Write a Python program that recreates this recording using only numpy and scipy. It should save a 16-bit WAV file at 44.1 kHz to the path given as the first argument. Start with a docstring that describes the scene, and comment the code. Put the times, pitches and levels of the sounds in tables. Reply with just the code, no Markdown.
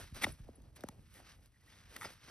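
"""A dry rasp and a knock over low wind: a hoof knife paring a horse's hoof on a metal stand,
outdoors, close to a two-port microphone. Blade and gloves rub on horn, grit ticks, steel squeaks
and pings faintly. Knocks travel through the stand as falling chirps, and light wind rumbles on the
ports. In front, hard cuts of the stick-slipping edge and sharp snaps and taps ring hoof and blade."""
import sys
import numpy as np
from scipy import signal
from scipy.fft import rfft, irfft, next_fast_len
from scipy.io import wavfile

SR = 44100
rng = np.random.default_rng(int(sys.argv[2]) if len(sys.argv) > 2 else 0)


def transcribe(u):
    """Save the signal u as a 16-bit wav file named by the first command-line argument.

    u: samples, shape (n,) or (channels, n), limited to [-1, 1]; the rate is SR.
    q: integer samples, one column per channel.
    """
    v = np.clip(np.atleast_2d(u).T, -1, 1)
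    q = np.round(v * 32767).astype(np.int16)
    wavfile.write(sys.argv[1], SR, q)


N = 101429


def from_db(db):
    """Decibels to gain."""
    return 10 ** (np.asarray(db) / 20)


def unit_rms(x):
    """Scale to an rms of 1."""
    return x / np.sqrt(np.mean(x ** 2) + 1e-20)


def in_time(rows):
    """Columns of a curve table at every sample."""
    times, *columns = np.transpose(rows)
    return [np.interp(np.arange(N) / SR, times, column) for column in columns]


def at_hz(rows, hz):
    """A spectrum table read on a log-frequency axis."""
    row_hz, values = np.transpose(rows)
    return np.interp(np.log(hz + 1e-9), np.log(row_hz), values)


def shaped(x, gain):
    """Filter by a gain given as a function of frequency."""
    size = next_fast_len(N + 4096)
    hz = np.arange(size // 2 + 1) * SR / size
    return irfft(rfft(x, size) * gain(hz), size)[..., :N]


def drift(rate_hz):
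    """Smooth random wander; rms 1."""
    r = np.exp(-2 * np.pi * rate_hz / SR)
    return unit_rms(signal.lfilter([1], [1, -2 * r, r * r], rng.standard_normal(N + SR))[SR:])


def grains(per_s, spread_db):
    """Random clicks of uneven size and sign; rms 1."""
    sizes = from_db(spread_db * np.minimum(rng.exponential(1, N), 4))
    signs = rng.choice([-1, 1], N)
    return unit_rms(sizes * signs * (rng.random(N) < per_s / SR))


def ring(clicks, hz, t60):
    """A unit click sets a sine of height 1 ringing."""
    r, w = from_db(-60 / (t60 * SR)), 2 * np.pi * hz / SR
    return signal.lfilter([0, np.sin(w)], [1, -2 * r * np.cos(w), r * r], clicks + 1e-18)


def add(out, start_s, sound):
    """Mix a short sound in at a time."""
    i = int(start_s * SR)
    out[i:i + len(sound)] += sound[:N - i]


# Light wind, right on the microphone. Each row: time in seconds, level in dB.
WIND_LEVEL = [(0, -65), (.03, -52.5), (.1, -63), (.19, -55), (.22, -59.5), (.3, -45), (.37, -65.5),
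              (.44, -57), (.56, -63), (.62, -56), (.8, -64.5), (.97, -61.5), (1.0, -53.5), (1.04, -63.5),
              (1.45, -64.5), (1.56, -69.5), (1.82, -64), (2.09, -63), (2.18, -66), (2.3, -65)]
# Its colour. Each row: frequency in Hz, relative level in dB.
WIND_SPECTRUM = [(22, -23), (45, -0.5), (70, 1), (120, -3.5), (200, -13.5), (350, -22), (600, -31.5)]

def wind(correlation=0.89):
    """Wind rumbles on the two ports, mostly alike in both."""
    level_db, = in_time(WIND_LEVEL)
    colour = lambda hz: from_db(at_hz(WIND_SPECTRUM, hz)) * (hz > 15) / (1 + (hz / 600) ** 4)
    mid, side = shaped(rng.standard_normal((2, N)), colour)
    pair = np.sqrt(1 + correlation) * mid + np.sqrt(1 - correlation) * side * [[1], [-1]]
    return from_db(level_db) * unit_rms(pair)


# At the microphone. Each row: frequency in Hz, lead of the left port over the right in radians.
LEFT_PORT_LEAD = [(20, 0), (2200, 0.5643), (4000, 1.5), (6000, 0.5), (7050, 4), (8350, 1), (9500, 7),
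                  (12000, 7.5), (13500, 8.5), (15200, 10), (17000, 11.5)]
# Scatter off grass and hands. Each row: frequency in Hz, level in dB relative to the direct sound.
SCATTER_SPECTRUM = [(100, -30), (600, 0.5), (1500, -9.5), (3500, -15.5), (6800, -36.5), (15000, -28.5)]

def ports(work, rubbing):
    """Each port hears it all with its own phase, plus its own scatter of the rubbing."""
    pair = []
    for side in (1, -1):
        direct = shaped(work + rubbing, lambda hz: np.exp(.5j * side * at_hz(LEFT_PORT_LEAD, hz)))
        scatter = shaped(rubbing * drift(410), lambda hz: from_db(at_hz(SCATTER_SPECTRUM, hz)))
        pair.append(direct + scatter)
    return np.array(pair)


def wavering_tones(rows, hz, length_s):
    """Short tones that swell and fade, unsteady in pitch and level."""
    swells, t = np.zeros(N), np.arange(int(length_s * SR)) / SR
    pitch_hz = hz + 48.25 * drift(240)
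    tone = np.sin(2 * np.pi * np.cumsum(pitch_hz) / SR)
    for start, db in rows:
        add(swells, start, from_db(db) * np.sin(np.pi * t / length_s))
    return swells * tone * from_db(2.5 * drift(200))


# The blade, faint even this close. Each row: start in seconds, level in dB.
BLADE_SQUEAKS = [(1.538, -72), (1.556, -69.5), (1.616, -73), (1.674, -64.5)]
STEEL_PINGS = [(.317, -53.5), (.553, -62)]
BLADE_RELEASE = [(2.042, -52.5)]

def blade():
    """The steel squeaks as it slides, pings, and sings as it comes free."""
    squeaks = wavering_tones(BLADE_SQUEAKS, hz=1930, length_s=0.016)
    pings = wavering_tones(STEEL_PINGS, hz=10600, length_s=0.013)
    release = wavering_tones(BLADE_RELEASE, hz=5000, length_s=0.034)
    return squeaks + pings + release


# Rubbing on the horn, close up. Each row: time in seconds, level of the middle band in dB,
# then lows and treble in dB relative to it.
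RASP_LEVELS = [(0, -56.5, 3, -0.5), (.025, -56, -4, -2), (.05, -62, -10, -7), (.13, -71.5, -24, -5),
               (.165, -53, -3, -4), (.21, -59.5, -10.5, -8), (.22, -45.5, -8, -2), (.243, -41.5, -2.5, 0),
               (.258, -57, -21, -7.5), (.28, -54, 3.5, -5), (.32, -63.5, -10, 0.5), (.36, -71.5, -8, -3.5),
               (.5, -76, 5, -4.5), (.75, -78.5, 5.5, -3.5), (.762, -62.5, -11, 5.5), (.785, -63.5, -2, -11),
               (.82, -70, 4, -6), (.98, -79, 7, -2), (1.1, -73, -19.5, -4), (1.17, -64, 0, -1),
               (1.24, -71, 2.5, -7.5), (1.255, -61, -13, -9), (1.32, -64, -12, -7.5), (1.39, -81, 4, -0.5),
               (1.46, -72.5, -7, -4), (1.5, -83, -5, -2), (1.66, -73, -6, -5), (1.72, -64, -9, -9),
               (1.76, -66, -7.5, -7), (1.87, -69, -8.5, -8), (1.96, -59, -2, -4.5), (2.0, -63, 0, 0),
               (2.02, -57, -10, 2.5), (2.052, -48, -7, -7.5), (2.07, -56, -3, -9), (2.13, -61.5, -8, -4.5),
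               (2.19, -72.5, -19, -8), (2.24, -62, -8.5, -8), (2.3, -60, -4, -9)]
# Colour within the bands. Each row: frequency in Hz, relative level in dB.
RASP_SPECTRUM = [(200, 13), (400, 6), (1400, -1), (2100, -2.5), (3200, -5.5), (5000, -6), (7500, -4.5),
                 (10000, -4.5), (13000, -8), (16000, -15)]

def rasp(lows_below_hz=1000, treble_above_hz=6500, flicker_db=1.5, flicker_hz=46):
    """Dense grit under blade and gloves; three bands swell, each with its own level and grains."""
    level_db, lows_db, treble_db = in_time(RASP_LEVELS)
    colour = lambda hz: from_db(at_hz(RASP_SPECTRUM, hz)) * hz ** 2 / (hz ** 2 + 200 ** 2)
    lows = lambda hz: 1 / (1 + (hz / lows_below_hz) ** 6)
    treble = lambda hz: 1 - 1 / (1 + (hz / treble_above_hz) ** 10)
    middle = lambda hz: 1 - lows(hz) - treble(hz)
    bands = [shaped(grains(per_s=9000, spread_db=1.5), lambda hz: colour(hz) * passband(hz))
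             for passband in (lows, middle, treble)]
    grit = sum(unit_rms(band) * from_db(db + flicker_db / 2 * drift(flicker_hz))
               for band, db in zip(bands, (lows_db, 0, treble_db)))
    return from_db(level_db + flicker_db * drift(flicker_hz)) * grit


# Short bright ticks: grit, and the sharp cracks that open two knocks.
# Each row: start in seconds, level in dB.
BRIGHT_TICKS = [(0.146, -47), (.62, -61), (0.808, -49.5), (.8371, -45), (0.887, -40), (1.141, -53),
                (1.459, -56), (1.965, -38)]

def ticks(t60=0.013, above_hz=1180):
    """Each tick is a short, bright burst of noise."""
    bursts, t = np.zeros(N), np.arange(SR // 20) / SR
    for start, db in BRIGHT_TICKS:
        add(bursts, start, rng.standard_normal(len(t)) * from_db(db - 60 * t / t60))
    return signal.sosfilt(signal.butter(2, above_hz, "high", fs=SR, output="sos"), bursts)


# The metal stand under the hoof. 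Each row: frequency in Hz, width in Hz, gain in dB.
STAND_MODES = [(235, 99, -3.5), (567, 176, 5), (1530, 1200, 2)]

def stand(waves, direct_db=-8):
    """Broad resonances of the stand, over a little direct sound."""
    out = from_db(direct_db) * waves
    for k, (hz, width_hz, db) in enumerate(STAND_MODES):
        r = np.exp(-np.pi * width_hz / SR)
        gain = (1 - r * r) / 2
        feedback = [1, -2 * r * np.cos(2 * np.pi * hz / SR), r * r]
        out += (-1) ** k * from_db(db) * signal.lfilter([gain, 0, -gain], feedback, waves)
    return out


# Knocks, heard through the stand. Each row: start in seconds, level into the stand in dB,
# sweep in cycles per e-fold of time, seconds to fade by 60 dB, opening pitch in Hz.
STAND_KNOCKS = [(0.123, -31.5, 1.45, 0.17, 244), (0.247, -29.5, 1.68, 0.05, 730),
                (0.2663, -30.5, 2.69, 0.032, 1940), (0.2728, -34.5, 1.65, 0.042, 920),
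                (0.401, -32, 1.3, 0.17, 188), (.487, -37, 2.8, 0.049, 940), (0.581, -37, 3, 0.025, 457),
                (0.791, -43, 1.8, 0.022, 1000), (0.8369, -28, 4.6, 0.0064, 2540),
                (.8378, -28.5, 1.9, .05, 1150), (0.8911, -35.5, 1.38, 0.071, 423),
                (.992, -42.5, 0.63, 0.096, 295), (2.0532, -30, 1.9, 0.014, 1150)]

def knocks():
    """Bending waves arrive highs first: a chirp falling as one over time."""
    waves, t = np.zeros(N), np.arange(SR // 5) / SR
    for start, db, sweep, t60, top_hz in STAND_KNOCKS:
        travel_s = sweep / top_hz
        chirp = np.sin(2 * np.pi * sweep * np.log(1 + t / travel_s))
        attack = 1 - np.exp(-t / travel_s)
        add(waves, start, chirp * attack * from_db(db - 60 * t / t60))
    return stand(waves + 1e-18)


# Hoof and blade together. Each row: frequency in Hz, gain in dB, seconds to fade by 60 dB.
HOOF_MODES = [(843, 1.5, 0.026), (1330, 4.5, 0.013), (1927, 2, 0.019), (2236, 0.5, 0.016),
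              (2720, -6.5, 0.01), (3296, -2.5, .008), (3638, 1.5, 0.013), (5400, -4, 0.012),
              (6390, 1.5, 0.0069), (9830, 3.5, 0.0099)]
# The edge biting into horn, close to the microphone, one list a cut.
# Each row: time in seconds, push in dB, pitch that rings most in Hz.
HARD_CUTS = [
    [(.214, -66, 2400), (.22, -39, 2410), (.234, -36, 2000), (.237, -28, 2160), (.246, -28, 2500),
     (.258, -78, 2200)],
    [(1.14, -68, 2000), (1.17, -56.5, 1900), (1.22, -75, 2000)],
    [(1.69, -72, 2500), (1.735, -57, 3200), (1.77, -78, 2500)],
    [(1.96, -71, 2200), (1.964, -44, 2000), (1.973, -56, 1200)],
    [(2.009, -73, 1700), (2.013, -50, 1710), (2.018, -58, 1600), (2.021, -40, 1350), (2.034, -41, 1500),
     (2.037, -58, 2100), (2.042, -34.5, 1900), (2.056, -53.5, 1410), (2.1, -58, 1310)],
]
# Single sharp snaps and taps. Each row: time in seconds, force in dB, pitch that rings most in Hz.
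SNAPS_AND_TAPS = [(.2215, -35, 2620), (0.236, -32, 1940), (0.2403, -27, 3600), (.2427, -21, 2600),
                  (0.246, -29, 3500), (0.8878, -40.5, 940), (1.9628, -43.5, 2160), (2.0118, -40, 1676),
                  (2.019, -38.5, 1405), (2.0485, -36.5, 1287), (2.0529, -39.5, 2215)]

def cuts(snap_spread_db=2):
    """Stick-slip clicks under the biting edge, and single snaps and taps, ring hoof and blade."""
    t = np.arange(N) / SR
    push, focus_hz = np.zeros(N), np.ones(N)
    for cut in HARD_CUTS:
        times, push_db, pitch_hz = np.transpose(cut)
        push += from_db(np.interp(t, times, push_db, left=-120, right=-120))
        focus_hz += np.interp(t, times, pitch_hz, left=0, right=0)
    slips = grains(per_s=3400, spread_db=4.5)
    ring_rms = np.std(sum(from_db(db) * ring(slips, hz, t60) for hz, db, t60 in HOOF_MODES))
    snap_s, snap_db, snap_hz = np.transpose(SNAPS_AND_TAPS)
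    out = np.zeros(N)
    for k, (hz, db, t60) in enumerate(HOOF_MODES):
        # A mode is driven less the further it lies from the pitch: 14 dB less from an octave away.
        off_pitch_db = lambda pitch: -14 * np.minimum(np.abs(np.log2(hz / pitch)), 1)
        force = from_db(off_pitch_db(focus_hz)) * slips * push / ring_rms
        strike_db = snap_db + off_pitch_db(snap_hz) + rng.normal(0, snap_spread_db, len(snap_s))
        force[(snap_s * SR).astype(int)] += from_db(strike_db)
        out += (-1) ** k * from_db(db) * ring(force, hz, t60)
    return out


def scene():
    """Work at the hoof, close to the two ports, with wind on them."""
    work = blade() + cuts() + knocks() + ticks()
    return ports(work, rasp()) + wind()


def record(dry):
    """A steep low-pass takes off the very top, 70 dB down from 16.4 kHz."""
    return signal.sosfilt(signal.cheby2(12, 70, 16400, fs=SR, output="sos"), dry)


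dry = scene()
out = record(dry)
transcribe(out)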